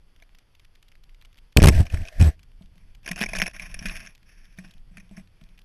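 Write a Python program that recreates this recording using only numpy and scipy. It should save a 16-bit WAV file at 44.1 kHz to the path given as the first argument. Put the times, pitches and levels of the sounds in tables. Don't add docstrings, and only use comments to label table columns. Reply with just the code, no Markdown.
import sys
import numpy as np
from scipy import signal
from scipy.fft import rfft, irfft
from scipy.io import wavfile
from scipy.ndimage import uniform_filter1d

SR = 44100
rng = np.random.default_rng(int(sys.argv[2]) if len(sys.argv) > 2 else 0)


def level_to_linear(level):
    exponent = np.asarray(level, float) / 20
    return 10 ** exponent


def to_wav(sig):
    pcm = np.clip(np.atleast_2d(sig), -1, 1) * 32767
    pcm = np.round(pcm).astype(np.int16)
    wavfile.write(sys.argv[1], SR, pcm.T)


N = 248724

# frequency in Hz, density in dB per Hz.
HISS_COLOUR = [(150, -30.5), (250, 1.5), (424, -1), (543, -1.5), (610, -3), (1180, -5), (3460, -5.5),
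               (3950, -16.5), (4580, -6), (7900, -26), (11200, -13.5), (13000, -26.5), (16900, -61.5),
               (22000, -120)]
# time in seconds, rumble level in dB.
AIR_LEVEL = [(0.0, -52), (0.53, -55.5), (1.44, -51.5), (1.56, -59.5), (1.68, -25), (1.82, -18), (1.88, -34),
             (1.99, -25), (2.12, -54), (2.2, -22), (2.3, -48), (3.05, -48), (3.42, -33.5), (3.5, -48.5),
             (3.88, -34.5), (4.13, -53.5), (4.75, -47.5), (5.64, -52.5)]
# frequency in Hz, density in dB per Hz.
AIR_COLOUR = [(5, -24.5), (15, 4.5), (30, 3), (50, -10.5), (80, -25), (150, -38.5)]
# frequency in Hz, density in dB per Hz.
FLUTTER_COLOUR = [(30, -25), (60, 2.5), (120, -3), (200, -11), (350, -25), (600, -45.5)]

# start in seconds, peak in dB.
TICKS = [(0.163, -43.5), (0.201, -45.5), (0.237, -49), (0.2937, -46.5), (0.3493, -43.5), (0.387, -42),
         (0.5511, -44), (0.597, -43.5), (0.6486, -43.5), (0.754, -43.5), (0.828, -44), (0.8833, -43),
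         (0.9184, -43.5), (0.9547, -43.5), (1.0372, -43.5), (1.0946, -43.5), (1.1468, -44),
         (1.2135, -42.5), (1.223, -42), (1.2496, -41), (1.3299, -43.5), (1.345, -47), (1.357, -51),
         (1.373, -44.5), (1.379, -41.5), (1.387, -42), (1.5244, -43),
         (2.3938, -41.5), (2.431, -42), (2.518, -46.5), (2.6237, -42.5), (2.66, -45.5),
              (2.7565, -46.5), (2.7804, -45), (2.95, -43), (3.0308, -45), (4.1065, -47), (4.151, -41.5),
              (4.179, -44.5), (4.2305, -44), (4.4546, -46), (4.528, -50), (4.577, -43), (4.6796, -46.5),
              (4.6864, -45), (4.709, -42), (4.738, -44), (4.782, -47), (5.0943, -46.5), (5.1124, -51.5),
              (5.2753, -44.5), (5.4131, -44), (5.4387, -45), (5.4904, -44), (5.5776, -43.5),
              (5.5903, -41.5), (5.6164, -44.5)]
# start in seconds, peak in dB, centre in Hz, length in ms.
SNAPS = [
    (1.5723, 5.5, 2041, 2.5),
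    (3.4192, -2, 1870, 0.94),
]

# frequency in Hz, width in Hz, gain in dB.
SHELL_MODES = [(646, 93, -9.5), (1072, 78, -12.5), (1683, 330, -6), (2324, 390, -2), (2505, 270, 0.5),
               (3770, 1100, -19.5), (4270, 880, -23), (5500, 260, -9.5), (6380, 320, -15),
               (6484, 120, -16.5), (9980, 1100, -16), (10630, 1400, -15.5), (12400, 1300, -28.5)]
# start in
# seconds, peak in dB.
CHIPS = [(0.223, -41.5), (1.724, -30), (1.7477, -26.5), (1.8274, -37.5), (1.8666, -30.5), (1.9001, -32),
         (1.9235, -36), (1.9426, -25.5), (1.9713, -29), (2.0183, -38), (2.0413, -43), (2.0522, -31.5),
         (2.074, -31.5), (2.085, -26.5), (2.2025, -22.5), (2.212, -18.5), (2.2234, -23)]
# start in seconds, peak in dB.
FLAKES = [(1.5995, -19), (1.606, -22), (1.6188, -16.5), (1.627, -16), (1.6371, -6), (1.6454, -13),
          (1.6578, -20.5), (1.667, -22.5), (1.6712, -10), (1.6755, -16.5), (1.6851, -5.5), (1.689, -15),
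          (1.695, -16.5)]
# start in seconds, peak in dB.
TWIGS = [(3.047, -43), (3.0593, -24.5), (3.0768, -21), (3.0883, -23.5), (3.1107, -27.5), (3.114, -16.5),
         (3.131, -30), (3.1598, -24.5), (3.178, -25), (3.187, -23), (3.206, -19), (3.2131, -12.5),
         (3.221, -13), (3.2288, -11.5), (3.2372, -10), (3.2605, -20.5), (3.2883, -27), (3.3331, -17),
         (3.3516, -18), (3.3585, -20.5), (3.366, -19), (3.3855, -17), (3.3995, -15), (3.4225, -11.5),
         (3.4334, -21.5), (3.46, -20.5), (3.4646, -15.5), (3.4759, -21), (3.511, -37.5)]
# start in seconds, peak
# in dB.
STEMS = [(3.5627, -29), (3.5959, -20.5), (3.619, -32), (3.712, -38), (3.7425, -22), (3.791, -25.5),
         (3.8564, -19.5), (3.8645, -23.5), (3.873, -28), (3.885, -26), (3.8961, -23), (3.924, -32.5),
         (3.9439, -41), (3.955, -25.5), (3.967, -25.5), (3.9943, -33), (4.003, -32.5), (4.0293, -44),
         (4.0504, -39), (4.061, -29.5), (4.071, -30.5), (4.2792, -60), (4.2924, -48), (4.5865, -30),
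         (4.6454, -40.5), (4.9709, -34), (4.9806, -36.5), (4.9995, -41.5), (5.1675, -36.5), (5.177, -41.5)]
# drag in ms (its size counts), lift of the low modes in dB,
# lift of the top modes in dB, dull body in dB.
FLAKE_TOUCH = (-4, 4.5, -4.5, -14)
CHIP_TOUCH = (3.5, -1.8, -3.5, -20.5)
TWIG_TOUCH = (5.5, -1.3, -2.5, -14)
STEM_TOUCH = (6.5, -9, -3.5, -31.5)

# start in seconds, signed swing in full scale, contact in ms.
BLOWS = [(1.5655, 0.77, 5.57), (1.5807, 0.78, 5.5), (1.590, .45, 2.2), (1.598, 0.037, 6.9), (1.609, .12, 5),
         (1.6202, .9, 7.8), (1.6378, -1.1, 4.2), (1.647, 0.43, 3.2), (1.6547, .95, 3), (1.671, .9, 3.7),
         (1.684, 1.2, 3.2), (1.6943, .45, 7.5)]
# time in seconds, grit level in dB.
BARK_RUBS = [
    [(1.695, -81), (1.723, -37), (1.805, -39.5), (1.85, -56)],
    [(1.85, -39), (1.892, -61.5), (1.926, -44), (1.99, -49), (2.11, -56), (2.2, -48.5)],
    [(2.195, -41), (2.215, -40), (2.285, -40), (2.36, -73)],
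]
# frequency in Hz, density in dB per Hz.
BARK_COLOUR = [(180, -32.5), (300, -15.5), (521, -9.5), (660, 1), (862, -21), (1280, -20.5), (1670, -6),
               (3680, -21), (5630, -18.5), (6900, -27), (8080, -29), (13000, -26), (16900, -76.5),
               (22000, -120)]
# time in seconds, swing in dB, rate in Hz.
SHUDDERS = [
    [(1.698, -11, 74.2), (1.734, -20.5, 79.1), (1.785, -16.5, 79.9), (1.803, -7.5, 79.5), (1.83, -25, 79.5),
     (1.87, -52, 79.9)],
    [(1.91, -67, 76), (1.942, -14, 71), (1.965, -36.5, 77), (1.995, -29.5, 81), (2.028, -30.5, 79.4),
     (2.07, -70, 78.6)],
    [(2.195, -12, 83.6), (2.22, -6, 87.5), (2.243, -15.5, 78.1), (2.27, -11.5, 70.8), (2.293, -15, 72.6),
     (2.321, -57, 77.3), (2.42, -57.5, 72)],
]

# time in seconds, brush level in dB.
LEAF_STROKES = [
    [(2.58, -84), (2.62, -73.5), (2.69, -91), (2.76, -73), (2.95, -78.5)],
    [(3.03, -62), (3.12, -49), (3.15, -54.5), (3.23, -37.5), (3.275, -52), (3.37, -40), (3.44, -42.5),
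     (3.526, -65)],
    [(3.526, -51.5), (3.64, -46.5), (3.716, -53.5), (3.878, -42), (4.056, -50), (4.16, -75)],
    [(4.25, -72.5), (4.274, -63), (4.446, -63), (4.556, -67)],
    [(4.556, -66), (4.6, -63), (4.66, -58), (4.742, -72), (4.8, -69.5)],
    [(4.9, -74), (4.98, -63), (5.07, -74), (5.194, -58.5), (5.258, -89), (5.466, -70), (5.64, -80.5)],
]
# lift of the low modes in dB, hum in dB, smoothness as a ratio.
STROKE_CHARACTER = [
    (0.5, 3.5, .4),
    (3.5, -2, 0.53),
    (1, -5, 0.38),
    (-9, -10.5, 1.1),
    (4, 2, .9),
    (3.5, 8, 0.78),
]
# start in seconds, peak in dB, pitch in Hz.
KNOCKS = [(2.61, -41.5, 185), (2.76, -56.5, 189), (3.109, -31, 184), (3.213, -22, 207), (3.229, -48, 184),
          (3.42, -29, 197), (3.817, -40, 204), (3.853, -29, 185), (4.225, -57.5, 183), (4.585, -36, 184.6),
          (4.645, -44, 189), (4.912, -53.5, 187.7), (4.977, -42.5, 191), (5.1115, -39, 191.4),
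          (5.178, -36.5, 195), (5.416, -46, 160)]

# frequency in Hz, density in dB per Hz.
SLEW_COLOUR = [(300, 2.5), (2000, -0.5), (6500, -9), (7700, -7.5), (8000, 9.5), (8300, -7.5), (11500, -8.5),
               (12000, -10), (13000, -13)]

BOOM_HZ, BOOM_WIDTH_HZ = 177.3, 23.2
LOW_MODES_BELOW_HZ, TOP_MODES_ABOVE_HZ = 1300, 7907


def evened(x):
    return x / np.sqrt(np.mean(x ** 2) + 1e-20)


def add(mix, s, sound):
    part = mix[round(s * SR):][:len(sound)]
    part += sound[:len(part)]


def columns(rows):
    s, *values = np.transpose(rows)
    t = np.arange(s[0], s[-1], 1 / SR)
    return t, [np.interp(t, s, v) for v in values]


def noise(length):
    return rng.standard_normal(length)


def smoothed(x, size):
    return uniform_filter1d(uniform_filter1d(x, size), size)


def coloured(x, points):
    f, db = np.transpose(points)
    hz = np.fft.rfftfreq(len(x), 1 / SR)
    gain = level_to_linear(np.interp(np.log(hz + 1), np.log(f), db, -90, -90))
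    return evened(irfft(rfft(x) * gain, len(x)))


def resonate(x, hz, width):
    return signal.lfilter(*signal.iirpeak(min(hz, SR / 2.1), hz / width, SR), x)


def hiss():
    drift_db = 0.98 * evened(uniform_filter1d(noise(N), 1500))
    return level_to_linear(-71 + drift_db) * coloured(noise(N), HISS_COLOUR)


def air():
    out = np.zeros(N)
    t, (db,) = columns(AIR_LEVEL)
    rumble_lumps, flutter_lumps = evened(smoothed(noise((2, len(t))), 1800))
    rumble = level_to_linear(db + 0.6 * rumble_lumps) * coloured(noise(len(t)), AIR_COLOUR)
    flutter_db = np.minimum(db - 13, -40)
    flutter = level_to_linear(flutter_db + 0.52 * flutter_lumps) * coloured(noise(len(t)), FLUTTER_COLOUR)
    add(out, t[0], rumble + flutter)
    return out


def drag(ms, rise_ms, release_ms):
    t = np.arange(2600) / SR * 1000
    bite = 1 + 1.4 * np.exp(-t / 1.3)
    release = np.exp(-np.maximum(t - abs(ms), 0) / release_ms)
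    shape = np.minimum(t / rise_ms, 1) * level_to_linear(-0.45 * t) * bite * release
    uneven = level_to_linear(4.9 * evened(uniform_filter1d(noise(len(t)), 40)))
    return shape * uneven * noise(len(t))


def ticks():
    out = np.zeros(N)
    rows = list(SNAPS)
    for s, db in TICKS:
        hz = 2640 * np.exp(0.1 * rng.standard_normal())
        ms = 3.1 + 1.24 * (db + 45.5)
        rows.append((s, db, hz, ms))
    for s, db, hz, ms in rows:
        burst = drag(ms, rise_ms=0.41, release_ms=0.19)
        fizz = 0.26 if db > -20 else 0.32
        click = resonate(burst, hz, 0.64 * hz) + fizz * resonate(burst, 15000, 5600)
        add(out, s - 0.001, level_to_linear(db - 1.74) * click / abs(click).max())
    return out


def shell(x, top_db=0, vary_db=0, low_db=0):
    spot_db = vary_db * rng.standard_normal(len(SHELL_MODES))
    out = level_to_linear(-30) * resonate(x, 4500, 3700)
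    for k, (hz, width, db) in enumerate(SHELL_MODES):
        lift_db = spot_db[k] + top_db * (hz > TOP_MODES_ABOVE_HZ) + low_db * (hz < LOW_MODES_BELOW_HZ)
        out = out + (-1) ** k * level_to_linear(db + lift_db) * resonate(x, hz, width)
    return out


def scratches():
    out = np.zeros(N)
    kinds = (CHIPS, CHIP_TOUCH), (FLAKES, FLAKE_TOUCH), (TWIGS, TWIG_TOUCH), (STEMS, STEM_TOUCH)
    for rows, (ms, low_db, top_db, body_db) in kinds:
        for s, db in rows:
            longer, brighter = rng.standard_normal(2)
            burst = drag(ms * np.exp(0.16 * longer), rise_ms=0.42, release_ms=3.2)
            ringing = shell(burst, top_db=top_db + 2.5 * brighter, vary_db=2.4, low_db=low_db)
            body = level_to_linear(body_db) * evened(resonate(burst, 380, 380))
            scratch = evened(ringing) + body
            add(out, s - 0.0006, level_to_linear(db - 1.83) * scratch / abs(scratch).max())
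    return out


def swing_of(size, rise_ms, fall_ms):
    ms = np.arange(1500) / SR * 1000
    rise = np.sin(np.pi / 2 * np.minimum(ms / rise_ms, 1)) ** 2
    return size * rise * np.exp(-np.maximum(ms - rise_ms, 0) / fall_ms)


def blows():
    out = np.zeros(N)
    for s, swing, contact_ms in BLOWS:
        add(out, s, swing_of(swing, rise_ms=0.82, fall_ms=1.3 * contact_ms))
        rebound = -1.4 * swing * np.exp(-contact_ms / 27)
        add(out, s + contact_ms / 1000, swing_of(rebound, rise_ms=1.3, fall_ms=4.8))
    return signal.lfilter(*signal.butter(1, 26, "high", fs=SR), out)


def grit(length, per_s, spread_db, smooth):
    sizes = level_to_linear(spread_db * np.minimum(rng.exponential(1, length), 4))
    slips = sizes * (rng.random(length) < per_s / SR)
    bursts = signal.lfilter([1], [1, -np.exp(-1 / (0.0085 * SR))], slips)
    return evened(smooth + evened(bursts)) * noise(length)


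def bark():
    out = np.zeros(N)
    for rows in BARK_RUBS:
        t, (db,) = columns(rows)
        rub = coloured(grit(len(t), per_s=110, spread_db=8.5, smooth=2.8), BARK_COLOUR)
        add(out, t[0], level_to_linear(db) * rub * signal.windows.tukey(len(t), 0.04))
    return out


def thud(length):
    x = noise(length)
    body = evened(resonate(resonate(x, 150, 200), 190, 280))
    hollow = evened(resonate(resonate(x, 510, 300), 510, 300))
    return body + level_to_linear(-16.5) * hollow


def shudder():
    out = np.zeros(N)
    for rows in SHUDDERS:
        t, (db, hz) = columns(rows)
        wander = evened(smoothed(noise(len(t)), 400))
        phase = 2 * np.pi * np.cumsum(hz * (1 + 0.17 * wander)) / SR
        wave = np.sin(phase) + 0.15 * np.sin(2 * phase + 3.5) + 0.013 * np.sin(3 * phase)
        swing = np.sqrt(2) * level_to_linear(db) * wave
        swing = swing + level_to_linear(db - 17.5) * thud(len(t))
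        add(out, t[0], swing * signal.windows.tukey(len(t), 0.1))
    return out


def boom(length):
    broad = resonate(noise(length), BOOM_HZ, 3.8 * BOOM_WIDTH_HZ)
    return evened(resonate(broad, BOOM_HZ, 0.92 * BOOM_WIDTH_HZ))


def leaves():
    out = np.zeros(N)
    for rows, (low_db, hum_db, smooth) in zip(LEAF_STROKES, STROKE_CHARACTER):
        t, (db,) = columns(rows)
        slips = grit(len(t), per_s=130, spread_db=2.5, smooth=smooth)
        brush = evened(shell(slips, vary_db=1.0, low_db=low_db))
        hum = level_to_linear(hum_db) * boom(len(t))
        body = level_to_linear(-17) * evened(resonate(slips, 299, 220))
        add(out, t[0], level_to_linear(db) * (brush + hum + body) * signal.windows.tukey(len(t), 0.04))
    return out


def knocks():
    out = np.zeros(N)
    t = np.arange(8000) / SR
    overtone = 0.26 * np.sin(2 * np.pi * SHELL_MODES[0][0] * t) * level_to_linear(-60 * t / 0.079)
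    for s, db, hz in KNOCKS:
        ring = (np.sin(2 * np.pi * hz * t) + overtone) * level_to_linear(-60 * t / 0.13)
        hum = level_to_linear(-5.5 - 60 * t / 0.17) * boom(len(t))
        add(out, s, level_to_linear(db) * (hum - ring) * np.minimum(t / 0.00086, 1))
    return out


def scene():
    surroundings = hiss() + air() + ticks()
    impact = blows() + bark() + shudder()
    brushing = scratches() + leaves() + knocks()
    return (surroundings + impact + brushing)[None]


def roll_off(x):
    return signal.sosfilt(signal.butter(12, 13120, fs=SR, output="sos"), x)


def record(dry):
    lows = smoothed(dry, 30)
    slew = abs(np.gradient(lows, axis=1)) * SR / 500
    whine = uniform_filter1d(slew, 60) ** 1.044 * coloured(noise(N), SLEW_COLOUR)
    noisy = dry + level_to_linear(-30.5) * whine
    chatter = 0.18 * uniform_filter1d(noise(dry.shape), 5)
    over_rail = abs(noisy) + chatter > 0.96
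    wrapped = np.where(over_rail, noisy - 0.57 * np.sign(noisy), noisy)
    lowpass = signal.firwin(511, 13000, window=("kaiser", 6), fs=SR)
    limited = signal.oaconvolve(wrapped, lowpass[None], "same")
    return roll_off(np.clip(limited, -0.95, 0.95))


dry = scene()
out = record(dry)
to_wav(out)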